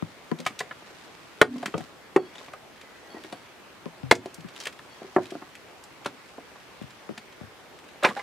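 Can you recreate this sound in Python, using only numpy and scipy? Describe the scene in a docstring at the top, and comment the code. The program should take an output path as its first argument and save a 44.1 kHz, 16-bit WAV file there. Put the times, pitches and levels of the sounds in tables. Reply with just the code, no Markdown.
"""Beside a shed on a hillside, a small axe splits dry firewood; two hard chops clip.
Sticks knock and ring in their wooden modes, fibres snap, a split half hums as it flies off,
the steel head rings faintly, and at the end sticks land on a pile. Sleeves and bark rustle,
dull thuds come from the left, and the shed wall echoes. Under it all lie a far wash of
valley noise, low air movement and, briefly, one faint sinking tone."""
import sys
import numpy as np
from scipy import signal
from scipy.io import wavfile
from scipy.ndimage import uniform_filter1d

SR = 44100
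rng = np.random.default_rng(int(sys.argv[2]) if len(sys.argv) > 2 else 0)


def int16_out(signal):
    """Quantize to a 16-bit WAV file."""
    q = np.round(np.clip(np.atleast_2d(signal).T, -1, 1) * 32767)
    wavfile.write(sys.argv[1], SR, q.astype(np.int16))


N = 362502
PILE_FROM_S = 8.0  # wood sounds at the block before this, on the pile after


def amp(db):
    """Decibels to gain."""
    return 10 ** (np.asarray(db) / 20)


def unit_rms(x):
    """Scales to rms 1."""
    return x / np.sqrt(np.mean(x ** 2) + 1e-20)


def unit_peak(x):
    """Scales to peak 1."""
    return x / abs(x).max()


def at_hz(points, hz):
    """Interpolates a curve on a log-frequency axis."""
    points_hz, values = np.transpose(points)
    return np.interp(np.log(hz + 1), np.log(points_hz + 1), values)


def add(mix, start_s, sound):
    """Mixes in a mono or stereo sound."""
    part = mix[..., round(start_s * SR):][..., :sound.shape[-1]]
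    part += sound[..., :part.shape[-1]]


def band(x, low_hz, high_hz):
    """Band-pass."""
    return signal.sosfilt(signal.butter(2, [low_hz, high_hz], "band", fs=SR, output="sos"), x)


def ring(modes, t):
    """Sum of decaying sines from rows of pitch_hz, level_db, t60_s."""
    pitch_hz, level_db, t60_s = np.transpose(modes)[:, :, None]
    return (amp(level_db - 60 * t / t60_s) * np.sin(2 * np.pi * pitch_hz * t)).sum(0)


def drift(samples):
    """Smoothed noise, rms 1."""
    return unit_rms(uniform_filter1d(rng.standard_normal(N), size=samples))


# Valley noise spectrum: freq_hz, relative_db
WASH_SPECTRUM = [(18, -44), (30, -70), (100, -5), (364, 0), (1100, -3), (2230, -6), (7090, -20),
                 (14800, -28), (16000, -41)]
# Left-right likeness of the valley noise: freq_hz, coherence
WASH_COHERENCE = [(60, 0.14), (240, 0.51), (950, 0.6), (3770, 0.1), (15000, 0.027)]


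def valley_wash():
    """Far steady noise with faint patches drifting in time and frequency."""
    frames, hz = N // 256 + 5, np.fft.rfftfreq(1024, 1 / SR)
    left_re, left_im, other_re, other_im, patches = rng.standard_normal((frames, 513, 5)).T
    patches = uniform_filter1d(patches, size=12, axis=0)
    patches = unit_rms(uniform_filter1d(patches, size=14, axis=1))
    coherence = at_hz(WASH_COHERENCE, hz)[:, None]
    left = left_re + 1j * left_im
    right = coherence * left + np.sqrt(1 - coherence ** 2) * (other_re + 1j * other_im)
    spectra = np.array([left * amp(0.1), right])
    spectra *= amp(at_hz(WASH_SPECTRUM, hz)[:, None] + 1.2 * patches)
    noise = signal.istft(spectra, nperseg=1024, noverlap=768)[1][:, :N]
    return amp(-49.5) * unit_rms(noise)


def air_rumble():
    """Faint low air movement, partly alike left and right."""
    air = rng.standard_normal((2, N))
    return amp(-49) * unit_rms(band(air + 0.18 * air[::-1], 2.9, 41))


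# Handling envelope: time_s, level_db
RUSTLE_LEVELS = [(0, -62), (.7, -60), (1., -53), (1.3, -60), (1.85, -52.5), (2.05, -86), (2.4, -51.5),
                 (2.65, -72), (3.25, -53.5), (3.6, -70), (4.5, -63), (4.63, -44), (4.72, -63), (5.28, -52),
                 (5.5, -63.5), (6.5, -60), (7.9, -66.5), (8.1, -51)]


def rustle(ticks_per_s=1200):
    """Handled sleeves, bark and chips give tiny uneven ticks, scattered left and right."""
    sizes = amp(3.35 * np.minimum(rng.exponential(1, (2, N)), 4))
    occurs = rng.random((2, N)) < ticks_per_s / SR
    ticks = sizes * occurs * rng.standard_normal((2, N))
    level_db = np.interp(np.arange(N) / SR, *np.transpose(RUSTLE_LEVELS))
    return amp(level_db) * unit_rms(band(ticks + 0.071 * ticks[::-1], 290, 4900))


# Dull thuds: start_s, level_db, pitch_hz, t60_s
THUD_HITS = [(0.024, -25.5, 159, 0.043), (0.315, -24, 228, 0.058), (0.393, -38, 246, 0.16),
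             (1.745, -27.5, 156, 0.059), (1.801, -37.5, 162.5, 0.091), (3.857, -33, 239, 0.061),
             (4.033, -33, 126.5, 0.25), (4.381, -42.5, 160, 0.13), (4.445, -37.5, 176, 0.072),
             (6.814, -35, 172, 0.036), (6.836, -40.5, 124, 0.08), (7.091, -32, 299, 0.035),
             (7.109, -38.5, 196, 0.028), (7.412, -38, 123, 0.017), (7.433, -41.5, 103, 0.14)]


def thuds(glide_s=0.0017, attack_s=0.0055, tap_db=-7.5):
    """A heavy ring that drops quickly to its pitch, two side modes and a short dull tap."""
    out, t = np.zeros(N), np.arange(9000) / SR
    for start_s, level_db, pitch_hz, t60_s in THUD_HITS:
        cycles = pitch_hz * (t + 0.00624 * (1 - np.exp(-t / glide_s)))
        main = amp(-60 * t / t60_s) * np.sin(2 * np.pi * cycles)
        sides = ring([(0.7 * pitch_hz, -10, 2 * t60_s), (2.1 * pitch_hz, -5, 0.68 * t60_s)], t)
        body = unit_peak((main + sides) * np.minimum(t / attack_s, 1))
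        tap = unit_peak(band(rng.standard_normal(len(t)) * amp(-60 * t / 0.0053), 290, 1760))
        add(out, start_s, amp(level_db) * (body + amp(tap_db) * tap))
    return out


# Scatter from shed and woodpile: freq_hz, t60_s
SCATTER_DECAY = [(150, 0.28), (500, 0.12), (2000, 0.11), (8000, 0.12)]


def shed_echo(source, wall_s=0.0112, wall_db=-26.5, scatter_db=-10):
    """One reflection off the shed wall, and sparse scatter dying band by band."""
    taps = np.zeros((2, SR // 2))
    slots = np.arange(200, SR // 2 - 20, 20)
    arrivals = slots + rng.integers(0, 20, (2, len(slots)))
    np.put_along_axis(taps, arrivals, rng.choice([-1., 1.], arrivals.shape), 1)
    taps[1] += 1.73 * taps[0]  # both sides share most of the scatter
    hz, t, spectra = signal.stft(taps, SR, nperseg=256)
    decay = amp(-60 * t / at_hz(SCATTER_DECAY, hz)[:, None])
    response = signal.istft(spectra * decay, SR, nperseg=256)[1]
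    response *= amp(scatter_db) / np.linalg.norm(response, axis=1)[:, None]
    response[:, round(wall_s * SR)] += amp(wall_db)
    return signal.fftconvolve(source[None], response, axes=1)[:, :N]


def chatter(t60_s):
    """A quickly dying stereo run of uneven tiny impacts."""
    t = np.arange(6000) / SR
    fade = amp(-60 * t / t60_s) * np.minimum(t / 0.0018, 1)
    shared, other, chance = rng.standard_normal((3, len(t)))
    spikes = fade * shared * (0.27 + (abs(chance) > 1.8))
    return np.array([spikes, spikes + 0.19 * fade * other])


def wood_pan(start_s):
    """Stereo gains: the block slightly left, the pile slightly right."""
    left_minus_right_db = 1.3 if start_s < PILE_FROM_S else -0.7
    return amp([[left_minus_right_db / 2], [-left_minus_right_db / 2]])


def focus(modes, centre_hz, db_per_octave, t60_scale):
    """Weakens modes far from a pitch and scales their ring time."""
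    pitch_hz, level_db, t60_s = modes.T
    loss_db = db_per_octave * abs(np.log2(pitch_hz / centre_hz))
    return np.column_stack([pitch_hz, level_db - loss_db, t60_s * t60_scale])


# Dry stick modes: pitch_hz, level_db, t60_s
STICK_MODES = [(255, 0, .12), (300, 0, .1), (365, 0, .09), (455, 0, .06), (560, 0, .05), (680, 0, .06),
               (765, 0, .08), (900, 0, .05), (1080, 0, .06), (1250, 0, .045), (1480, -3, .028),
               (1770, 0, .024), (2070, -1, .019), (2330, -2, .016), (2900, -2, .014), (3680, -2, .012)]


def knock(crack_db, crack_hz, body_db, body_hz, chatter_s, ground_db, t60_scale):
    """A shove and a chattering contact ring a stick near two pitches; the ground answers."""
    hits = chatter(chatter_s)
    t = np.arange(hits.shape[1]) / SR
    modes = np.array(STICK_MODES)
    modes[:, 0] *= 1 + 0.038 * rng.standard_normal(len(modes))  # every stick is cut differently

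    shove = np.exp(-t / 0.00026) + 1.2 * unit_peak(hits[0])
    body_ring = ring(focus(modes, body_hz, db_per_octave=26, t60_scale=t60_scale), t)
    body_ring += ring([(body_hz, 3, 0.052 * t60_scale)], t)
    body = signal.fftconvolve(shove, body_ring)[:len(t)]
    body = band(band(body, 0.71 * body_hz, 1800), 80, 890)

    pulse = np.hanning(round(0.55 * SR / crack_hz) + 2)  # a low knock is a long soft touch
    contact = signal.fftconvolve(hits + 0.98 * (t == 0), pulse[None])[:, :len(t)]
    crack_ring = ring(focus(modes, crack_hz, db_per_octave=9, t60_scale=0.7), t)
    crack_ring += ring([(crack_hz, 2, 24 / crack_hz)], t)  # dies in 24 cycles
    rung = signal.fftconvolve(contact, crack_ring[None])[:, :len(t)]
    click = unit_peak(band(contact, 0.59 * crack_hz, 3.34 * crack_hz))
    crack = unit_peak(band(rung, 520, 15000)) + 0.62 * click

    ground = ring([(128.6, ground_db, 0.05)], t)
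    return amp(body_db) * unit_peak(body) + amp(crack_db) * (unit_peak(crack) + ground)


# Wood strikes, with a sharp repeat about 11 ms after three hard chops:
# start_s, crack_db, crack_hz, body_db, body_hz
KNOCK_HITS = [(0.316, -25, 1000, -26.5, 350), (0.401, -38, 610, -38, 242), (0.463, -12, 2310, -29, 626),
              (0.505, -41, 2170, -40.5, 257), (0.606, -19, 1940, -28, 537), (0.71, -24, 1720, -47, 480),
              (0.822, -42, 900, -47, 370), (0.905, -44, 1590, -43, 358), (1.414, 2, 1710, -2, 429),
              (1.426, -5.5, 1150, -30, 370), (1.558, -33, 1140, -29.5, 265), (1.629, -21.5, 760, -49, 617),
              (1.658, -27, 1910, -32, 212), (1.679, -32, 1890, -31.5, 338), (1.74, -18.5, 1300, -25, 477),
              (1.752, -28, 704, -24, 526), (1.778, -28, 740, -27, 284), (1.805, -32, 770, -37, 272),
              (2.161, -7, 1080, -3.5, 386), (2.173, -15, 736, -30, 365), (2.354, -32.5, 3800, -59, 229),
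              (2.381, -32, 3760, -48, 270), (2.411, -37.5, 1090, -50, 592), (2.482, -33.5, 2120, -47, 305),
              (2.535, -28, 1280, -46, 550), (3.145, -38, 850, -31.5, 384), (3.167, -34, 673, -35, 382),
              (3.245, -34.5, 2370, -36.5, 352), (3.326, -27, 694, -36, 365), (3.861, -30.5, 810, -43, 398),
              (4.112, 3.5, 2120, -2, 470), (4.122, -4.5, 673, -12, 343), (4.152, -40, 710, -26, 464),
              (4.257, -26, 696, -30, 362), (4.667, -23.5, 1850, -32, 490), (4.792, -32, 1700, -52, 598),
              (5.017, -32, 660, -30, 374), (5.045, -40, 720, -36, 375), (5.1625, -6, 920, -6.5, 354),
              (5.181, -11, 713, -23, 294), (5.32, -31.5, 690, -27.5, 354), (5.351, -26, 686, -30.5, 310),
              (5.42, -30, 1160, -35, 340), (6.058, -17, 1380, -29.5, 247), (6.38, -30.5, 670, -37.5, 256),
              (6.557, -36.5, 1200, -55, 554), (7.176, -31, 1870, -41, 226), (8.026, -23.5, 1840, -40, 470),
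              (8.03, -32, 613, -22.5, 616), (8.041, -8.5, 1570, -43, 450), (8.047, -3.5, 2310, -25, 598),
              (8.057, -21, 1140, -33, 533), (8.064, -18, 1130, -24, 487), (8.087, -19, 1910, -29.5, 210),
              (8.104, -25.5, 1050, -50, 460), (8.165, -26.5, 1800, -26.5, 768),
              (8.174, -31, 1700, -24.5, 813), (8.193, -25.5, 2310, -46, 810)]


def wood_knocks():
    """Chops and knocks, plus the hard taps on two of the dull thuds."""
    out = np.zeros((2, N))
    for start_s, *hit in KNOCK_HITS:
        if start_s < PILE_FROM_S:
            sound = knock(*hit, chatter_s=0.034, ground_db=-18.5, t60_scale=1)
        else:  # on the pile the ground is far and loose sticks ring freely
            sound = knock(*hit, chatter_s=0.054, ground_db=-31, t60_scale=1.43)
        add(out, start_s, sound * wood_pan(start_s))
    return out


# Fibres and splinters: start_s, level_db, centre_hz
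FIBRE_SNAPS = [(0.387, -34, 3350), (0.401, -28.5, 4150), (0.4517, -32, 3840), (0.4634, -16.5, 2730),
               (0.472, -25, 2900), (0.59, -22, 4750), (0.602, -20.5, 3280), (1.4141, -4.5, 3050),
               (1.581, -35.5, 3650), (1.627, -33, 2760), (1.6577, -17.5, 2480), (1.778, -31.5, 4180),
               (1.806, -32, 2450), (2.161, -22, 2480), (2.46, -39.5, 2780), (2.533, -34, 2630),
               (2.759, -42, 2860), (2.812, -37, 3120), (3.236, -33, 2770), (3.324, -29.5, 3330),
               (4.1108, -6.5, 3540), (4.121, -9, 2700), (4.1516, -20.5, 4940), (4.257, -34.5, 3640),
               (4.342, -30, 7800), (4.4054, -39, 3780), (4.4852, -38.5, 3550), (4.5613, -30, 2840),
               (4.601, -27.5, 4770), (4.609, -29, 4160), (4.635, -30.5, 4330), (4.6543, -21.5, 2820),
               (4.6689, -15.5, 2780), (4.725, -35.5, 2880), (4.789, -35.5, 3230), (5.163, -30.5, 2370),
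               (5.232, -39, 2200), (5.2547, -32, 3360), (5.305, -32.5, 3480), (5.552, -30, 2570),
               (5.837, -37, 6950), (6.046, -31, 2940), (6.0595, -21.5, 3820), (6.6, -39.5, 4000),
               (6.823, -37, 2650), (6.905, -39, 3160), (7.177, -29, 3100), (7.324, -39.5, 3100),
               (7.787, -38.5, 3130), (7.839, -46, 2020), (7.887, -41.5, 3000), (8.0318, -19.5, 2760),
               (8.049, -18, 2670), (8.068, -24, 2770), (8.085, -29, 2640), (8.168, -36, 2920),
               (8.192, -39, 2730)]


def fibre_snaps():
    """Snapping fibres give bright sprays of clicks, longer on the pile."""
    out = np.zeros((2, N))
    for start_s, level_db, centre_hz in FIBRE_SNAPS:
        hits = chatter(t60_s=0.036 if start_s < PILE_FROM_S else 0.098)
        spray = band(hits, 0.47 * centre_hz, 1.323 * centre_hz) + 0.22 * band(hits, centre_hz, 8240)
        add(out, start_s, amp(level_db) * unit_peak(spray) * wood_pan(start_s))
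    return out


# Bending modes of the split half: pitch_hz, level_db
BENDING_MODES = [(248, -25), (280, -32)]


def flying_half(start_s=1.415, peak_s=1.54, rise_s=0.07, fall_s=0.065):
    """Two close modes beat, swelling and fading as the split half flies off."""
    t = np.arange(N) / SR
    width_s = np.where(t < peak_s, rise_s, fall_s)
    swell = (t > start_s) * np.exp(-((t - peak_s) / width_s) ** 2)
    hum = sum(amp(db) * np.sin(2 * np.pi * hz * (t - 1.52)) for hz, db in BENDING_MODES)
    return amp(-6) * swell * hum


# Steel head modes: pitch_hz, level_db, t60_s
HEAD_MODES = [(3316, -3, .35), (4430, 0, .42), (4490, -6, .25), (9700, -13, .15)]
# Touches on the head: start_s, level_db, top_mode_lift_db
HEAD_TOUCHES = [(2.162, -48, -8), (2.254, -55, -8), (3.103, -52, -4), (3.165, -60, 0), (3.325, -55, 14),
                (4.90, -52, -2), (4.95, -59, 0)]


def axe_head():
    """The steel rings after each touch, damped unevenly by the grip."""
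    out, t = np.zeros(N), np.arange(20000) / SR
    for start_s, level_db, top_mode_lift_db in HEAD_TOUCHES:
        modes = np.array(HEAD_MODES)
        modes[-1, 1] += top_mode_lift_db
        add(out, start_s, amp(level_db) * ring(modes, t))
    grip_db = 3.5 * drift(samples=300) - 2
    return out * amp(grip_db)


def far_tone(start_s=2.74, length_s=0.71, fade_s=0.08, pitch_hz=2060, sink_hz_per_s=400):
    """A thin whistle that wavers and sinks, just above the wash."""
    t = np.arange(N) / SR - start_s
    waver_hz = 22 * drift(samples=900)
    cycles = np.cumsum(pitch_hz - sink_hz_per_s * t + waver_hz) / SR
    fade = np.clip(np.minimum(t, length_s - t) / fade_s, 0, 1)
    level_db = -63 + 5 * drift(samples=1500)
    return amp(level_db) * fade * np.sin(2 * np.pi * cycles)


def scene():
    """Work in the middle; thuds from the left reach the right channel later and weaker."""
    wood = wood_knocks() + fibre_snaps()
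    ringing = flying_half() + axe_head()
    thud = thuds()
    left_thuds = np.array([thud * amp(11.5), np.roll(thud, round(0.00164 * SR)) * amp(3.5)])
    direct = wood + ringing + rustle() + left_thuds
    echo = shed_echo(wood.mean(0) + ringing + thud)
    return direct + echo + valley_wash() + air_rumble() + far_tone()


def record(dry, threshold_db=-16, release_db_per_s=120, cutoff_hz=16000):
    """The microphone drops deep bass; gain dips after the hardest chops; clipping, then low-pass."""
    heard = signal.sosfilt(signal.butter(3, 110, "high", fs=SR, output="sos"), dry)
    power = uniform_filter1d((heard ** 2).mean(0), size=300)
    power_db = 10 * np.log10(abs(power) + 1e-12)
    release_db = release_db_per_s * np.arange(N) / SR
    held_db = np.maximum.accumulate(power_db + release_db) - release_db
    over_db = np.maximum(held_db - threshold_db, 0)
    dip_db = 0.9 * uniform_filter1d(over_db, size=1201, origin=600)  # 27 ms attack lets peaks through
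    clipped = np.clip(heard / amp(dip_db), -1, 1)
    low_pass = signal.firwin(511, cutoff_hz, window=("kaiser", 9), fs=SR)
    return signal.oaconvolve(clipped, low_pass[None], "same")


dry = scene()
out = record(dry)
int16_out(out)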